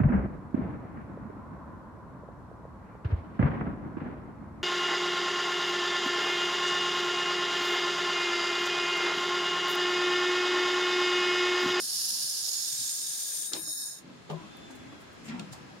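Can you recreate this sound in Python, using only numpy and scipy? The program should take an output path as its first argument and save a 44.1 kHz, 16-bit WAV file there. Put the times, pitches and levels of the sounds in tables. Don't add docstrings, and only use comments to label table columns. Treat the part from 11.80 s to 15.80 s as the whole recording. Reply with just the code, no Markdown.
import sys
import numpy as np
from scipy import signal
from scipy.fft import rfft, irfft
from scipy.io import wavfile
from scipy.ndimage import uniform_filter1d

SR = 44100
rng = np.random.default_rng(int(sys.argv[2]) if len(sys.argv) > 2 else 0)


def volts_from_db(level):
    exponent = np.asarray(level, float) / 20
    return 10 ** exponent


def waveform_to_disk(signal):
    frames = np.transpose(np.atleast_2d(signal))
    scaled = np.clip(frames, -1, 1) * 32767
    samples = np.round(scaled).astype(np.int16)
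    wavfile.write(sys.argv[1], SR, samples)


N = 176400
T, HZ = np.arange(N) / SR, np.fft.rfftfreq(N, 1 / SR) + 1e-3
EARS = np.array([[.5], [-.5]])


def unit(x):
    return x / np.sqrt(np.mean(x ** 2))


def curve(table, column):
    return np.interp(T, np.array(table)[:, 0], np.array(table)[:, column])


def walk(rate):
    hold = max(int(SR / rate), 1)
    levels = rng.standard_normal(N // 40)[:N // hold + 1]
    slewed = uniform_filter1d(uniform_filter1d(np.repeat(levels, hold), hold), hold)
    return unit(slewed[:N])


def ring(x, hz, width, steep):
    f = HZ[-1] * np.linspace(1e-7, 1, x.shape[-1] // 2 + 1)
    return irfft(rfft(x) / (1 + 1j * (f / hz - hz / f) * hz / width) ** steep, x.shape[-1])


def add(out, i, x):
    out[:, i:i + x.shape[1]] += x


def room(x):
    t60, level_db = .25, -7
    t = T[:SR // 2]
    tail = rng.standard_normal((2, SR // 2)) * volts_from_db(-60 * t / t60) * (t > .004)
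    tail = tail / np.sqrt(np.sum(tail ** 2, axis=1, keepdims=True))
    return x + volts_from_db(level_db) * signal.fftconvolve(x, tail, axes=1)[:, :N]


def hiss(table, steep, flutter_db, drift_db):
    out = 0
    for hz, width, left_db, right_db in table:
        air = rng.standard_normal((2, N)) * np.sqrt(SR / 2)
        air = air + .05 * air[::-1]
        level_db = np.array([[left_db], [right_db]]) + flutter_db * walk(23.9) + drift_db * walk(4.55)
        out = out + ring(air, hz, width, steep) * volts_from_db(level_db)
    return out


def nozzle_whistle(flow, aim):
    # resonance in Hz, width in Hz, left level in dB, right level in dB.
    nozzle = [(1659, 326, -81, -86.5), (3753, 117, -58.5, -63.5), (4480, 400, -99, -81),
              (5373, 180, -72.5, -68.5), (6706, 157, -70.5, -67), (7540, 3100, -128, -83.5),
              (8865, 450, -60.5, -74.5), (9436, 330, -60.5, -90.5), (10620, 530, -75, -95),
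              (11640, 690, -71, -75.5), (12700, 350, -75.5, -83), (14900, 1200, -79.5, -86)]
    flutter_db, surge_db = 1.5, .6
    lower = hiss(nozzle[1:6], 1.38, flutter_db, surge_db)
    lower = irfft(rfft(lower) / (1 + (3934 / HZ) ** 20), N)
    upper = hiss(nozzle[6:], 2.33, flutter_db, surge_db)
    deepest = hiss(nozzle[:1], 3.5, surge_db, 0)
    lower = lower * volts_from_db(flow + (0.85 * EARS - 0.89) * aim)
    return upper * volts_from_db(flow + EARS * aim) + lower + deepest * volts_from_db(0.28 * flow)


def jet_on_steel(closeness, tilt):
    # resonance in Hz, width in Hz, left level in dB, right level in dB.
    steep_jet = [(940, 1850, -89.5, -92.5), (2890, 280, -83, -80.5), (3640, 1270, -79.5, -77.5),
                 (4440, 780, -71.5, -67), (5200, 1200, -67.5, -60.5), (6710, 450, -67, -64.5),
                 (7150, 300, -74, -66), (8050, 540, -89, -70), (9000, 280, -70.5, -79),
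                 (9400, 300, -61, -87), (10580, 1120, -66.5, -74.5), (11250, 650, -68.5, -73),
                 (12900, 1900, -79, -76.5), (15200, 2200, -86, -90)]
    # Hz, width in Hz, left in dB, right in dB.
    flat_jet = [(2630, 2400, -85.5, -87.5), (3600, 370, -92, -68.5), (4550, 1100, -93, -74),
                (4860, 580, -71.5, -87), (6100, 930, -93, -64), (6820, 280, -61, -64),
                (7470, 450, -77, -64.5), (8340, 260, -63.5, -125), (8640, 230, -58.5, -90),
                (10170, 350, -79, -72.5), (10670, 220, -65.5, -72), (11600, 2100, -76, -81),
                (13400, 2200, -79.5, -80), (15400, 1200, -87, -96)]
    steep = np.sqrt(1 - tilt) * hiss(steep_jet, 1.88, 0.47, 0.36)
    flat = np.sqrt(tilt) * hiss(flat_jet, 1.5, 1.0, 0.22)
    return (steep + flat) * volts_from_db(closeness + .6 * walk(8.2) + 1.03 * walk(250))


def gun():
    # time in seconds, gas flow in dB, closeness of jet to steel in dB,
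    # tilt from 0 steep to 1 flat, nozzle pan in dB.
    moves = [(0, -6, -4.5, 0.12, -2), (.15, -7.5, -2.5, 0.018, -4), (.5, -7.5, -2, 0.067, 2),
             (.75, -11.5, -2, 0.28, -13), (.95, -8, -3, 0.74, -8.5), (1.3, -3, -4, 0.83, -3.5),
             (1.67, -2, -7.5, 0.98, 3), (1.712, -4.5, -16, 1, 0), (1.735, -3.5, -29, 0.53, -3),
             (1.82, -1.5, -33, 0.82, 0), (1.855, -5, -50, .95, -5.5), (1.89, 1, -43, .95, -3),
             (1.97, -0.5, -46, 0.87, -3), (2.02, -0.5, -40, .95, -3), (2.12, -6, -29, .95, -5),
             (2.19, -16.5, -24, 0.9, -5.5), (2.225, -35, -40, 0.66, -7), (2.25, -63, -44, 0.39, -2)]
    flow, closeness, aim = curve(moves, 1), curve(moves, 2), curve(moves, 4)
    tilt = np.clip(curve(moves, 3), 0, 1)
    return nozzle_whistle(flow, aim) + jet_on_steel(closeness, tilt)


def shop():
    # frequency in Hz, level in dB per Hz.
    colour = [(30, -20), (130, -1), (280, -2), (520, -6.5), (1500, -9.5), (4300, -17), (7000, -26.5),
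              (15500, -48.5)]
    # time in seconds, gain in dB.
    gain = [(0, -2.5), (.8, -3.5), (1.7, -3), (1.8, -0.5), (1.87, -2), (1.95, -5.5), (2.05, -2.5),
            (2.15, -2.5), (2.3, 1.5), (2.47, 1), (2.6, 4.5), (3.4, 4), (4, 3.5)]
    gain_db = curve(gain, 1)
    colour_hz, colour_db = np.transpose(colour)
    out = 0
    for hz in 32 * 2 ** np.arange(0, 9, 1 / 3):
        mid, side = ring(rng.standard_normal((2, N)), hz, hz / 4, 2)
        band_db = np.interp(np.log(hz), np.log(colour_hz), colour_db)
        if hz < 330:
            swell_db = 2.4 * walk(9.8) + 0.72 * gain_db
        else:
            swell_db = walk(5.63) + 1.4 * np.minimum(gain_db, 0) * (hz > 1800)
        spread = min(hz / 500 + 0.44, 1)
        out = out + volts_from_db(band_db + swell_db + EARS * 1.0) * (mid + spread * side * 2 * EARS)
    return out / np.std(out[:, -SR:]) * volts_from_db(-53 + gain_db)


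def hums():
    # start in seconds, length in seconds, level in dB, pitch in Hz.
    modes = [(2.496, 0.028, -41, 414), (2.499, .078, -36, 158), (2.528, 0.048, -46, 365),
             (2.503, .05, -54, 560), (2.525, 0.026, -48, 1039), (2.56, 0.053, -53, 1000),
             (2.63, .025, -53, 1100), (2.505, 0.023, -54, 1190), (2.6, .07, -50.5, 318),
             (2.635, 0.033, -50, 195), (3.465, 0.028, -46, 206), (3.488, .025, -37, 225),
             (3.52, .055, -39, 240), (3.594, 0.019, -38, 197), (3.618, 0.017, -41, 190),
             (3.638, .028, -44.5, 178), (3.678, 0.028, -50, 186), (3.713, 0.022, -46, 135),
             (3.495, 0.045, -54, 1390), (3.575, 0.035, -55, 1390), (3.9, 0.027, -57, 810),
             (1.748, 0.021, -46, 318), (1.772, 0.038, -48, 318), (.434, 0.032, -61, 140),
             (.31, 0.027, -59.5, 197), (1.005, 0.026, -58.5, 257), (.92, .03, -61, 138),
             (1.582, 0.026, -62, 300), (.01, 0.045, -61, 250)]
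    wobble, pan_db = 0.019, 3.5
    left_lead = 0.68
    out, t, waver = np.zeros((2, N + SR)), T[:SR // 4], walk(40)
    for s, length, db, hz in modes:
        i = int(s * SR)
        phase = 2 * np.pi * hz * np.cumsum(1 + wobble * np.roll(waver, -i)[:len(t)]) / SR
        swell = (1 - np.exp(-t / (0.25 * length))) * np.exp(-(t / length) ** 3.2)
        add(out, i, np.sin(phase + left_lead * EARS) * swell * volts_from_db(db + 5 + EARS * pan_db))
    return out[:, :N]


def rustles():
    # start in seconds, length in seconds, level in dB, centre in Hz.
    slides = [(.62, .03, -66, 70), (.67, .04, -62, 570), (.985, .04, -63.5, 90), (1.021, .03, -66, 40),
              (1.397, 0.018, -72, 35), (1.706, .085, -51.5, 310), (1.717, 0.015, -51, 1500),
              (1.73, 0.048, -52.5, 900), (1.736, 0.055, -56, 2270), (1.78, 0.14, -66, 130),
              (2.169, .22, -56.5, 229), (2.49, 0.011, -50, 500), (2.493, 0.028, -53, 3280),
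              (2.497, .06, -49, 590), (2.501, .03, -68, 11000), (2.902, .023, -62, 6500),
              (2.945, 0.028, -64.5, 9000), (3.19, 0.048, -70.5, 9800), (3.32, .028, -72, 10900),
              (3.413, .29, -49, 195), (3.432, 0.061, -62.5, 6800), (3.435, 0.15, -54, 2030),
              (3.452, .05, -74, 12000), (3.46, 0.19, -55, 805), (3.47, 0.046, -57, 4200),
              (3.585, 0.036, -51, 653), (3.714, 0.033, -58, 6900), (3.72, 0.051, -56, 820),
              (3.716, .03, -65, 11000), (3.72, 0.027, -55.5, 4300)]
    out, t, grain = np.zeros((2, N + SR)), T[:SR], volts_from_db(1.5 * walk(400))
    for s, length, db, hz in slides:
        i = int(s * SR)
        swell = 1.61 * t / length * np.exp(-2.5 * (t / length) ** 3)
        swell = swell * np.roll(grain, -i)[:SR]
        air = rng.standard_normal((2, SR))
        air = air + (hz < 500) * 0.65 * air[::-1]
        rub = unit(ring(air, hz, 1.4 * hz, 4.4))
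        add(out, i, rub * swell * volts_from_db(db + 9.0 - 0.83 * EARS * (hz > 999)))
    return out[:, :N]


def knocks():
    # start in seconds, peak in dB, ring in Hz, pan in dB, ring time in seconds.
    hits = [
        (1.732, -36.5, 330, 6.5, 0.13),
        (1.873, -47.5, 309.6, 1.5, 0.17),
        (2.294, -52, 273, 1, 0.25),
        (2.5, -39, 206, 5, 0.17),
        (2.9, -48, 257, 3, 0.32),
        (3.121, -45.5, 294, 0, 0.25),
        (3.775, -48, 133.3, 4, 0.7),
    ]
    # ratio to the ring pitch, level in dB, share of the ring time.
    bench = [(1, 3.5, 0.92), (2.06, -10, 0.76), (2.6, -8, 0.49), (3.9, -4, 0.16), (6.5, -20, 0.6)]
    rise_s, thud_hz, thud_db = 0.002, 435, -1
    tones, dull, t = np.zeros((2, N + SR)), np.zeros((2, N + SR)), T[:SR // 2]
    thud = unit(ring(rng.standard_normal((2, N)), thud_hz, 3.0 * thud_hz, 1.77))
    for s, db, hz, pan_db, t60 in hits:
        i = int(s * SR)
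        size = (1 - np.exp(-t / rise_s)) * volts_from_db(db - 5.5 + EARS * pan_db)
        odd_db, odd_pitch = 5.05 * rng.standard_normal(7), 0.0299 * rng.standard_normal(7)
        odd_db[0] = odd_pitch[0] = 0
        for k, (ratio, mode_db, share) in enumerate(bench):
            fall_db = 60 * (t / (t60 * share)) ** 1.335
            tone = np.sin(2 * np.pi * hz * ratio * (1 + odd_pitch[k]) * t)
            add(tones, i, size * volts_from_db(mode_db + odd_db[k] - fall_db) * tone)
        add(dull, i, size * volts_from_db(thud_db - 60 * t / t60) * np.roll(thud, -i, axis=1)[:, :len(t)])
    return tones[:, :N] * volts_from_db(3 * walk(45.06)) + room(dull[:, :N])


def clicks():
    # start in seconds, peak in dB, centre in Hz, ring time in seconds.
    ticks = [
        (1.7334, -17.5, 4150, 0.031),
        (1.734, -23, 7700, .014),
        (2.4985, -41, 3000, .04),
        (2.5, -30, 760, 0.12),
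        (2.5, -49, 7500, .05),
        (2.77, -40, 10300, .008),
        (3.5952, -30.5, 3360, 0.026),
        (3.596, -43, 6950, .03),
    ]
    out = 0
    for s, db, hz, t60 in ticks:
        edge = 3 * (np.arange(N) == int(s * SR) + 1)
        push = rng.standard_normal((2, N)) + edge
        fade = (T >= s) * volts_from_db(-60 * np.abs(T - s) / t60)
        burst = ring(push * fade, hz, 0.69 * hz, 2.2)
        out = out + burst / np.abs(burst).max() * volts_from_db(db)
    return out


def squeak():
    # time in seconds, pitch in Hz, level in dB.
    whine = [
        (2.29, 3510, -72),
        (2.35, 3500, -67),
        (2.45, 3540, -73),
        (2.64, 3540, -68),
        (2.73, 3540, -60),
        (2.92, 3480, -61),
        (3.07, 3415, -62),
        (3.15, 3410, -66),
        (3.33, 3370, -67),
    ]
    phase = 2 * np.pi * np.cumsum(curve(whine, 1) + 14 * walk(60)) / SR
    heard = (T > whine[0][0]) * (T < whine[-1][0])
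    ears = []
    for offset in range(2):
        level = volts_from_db(curve(whine, 2) + 4 * walk(29.43))
        ears.append(np.sin(phase + offset) * level * heard)
    return np.array(ears)


def scene():
    around = shop() + room(clicks() + rustles())
    bright_band = volts_from_db(-1) * ring(around, 7220, 760, 1)
    return gun() + squeak() + knocks() + room(hums()) + around + bright_band


def low_pass(x):
    return signal.sosfilt(signal.butter(12, 17000, fs=SR, output="sos"), x)


def record(dry):
    top_hz = 15830
    mix = irfft(rfft(dry) * (HZ < top_hz), N)
    return low_pass(mix)


dry = scene()
out = record(dry)
waveform_to_disk(out)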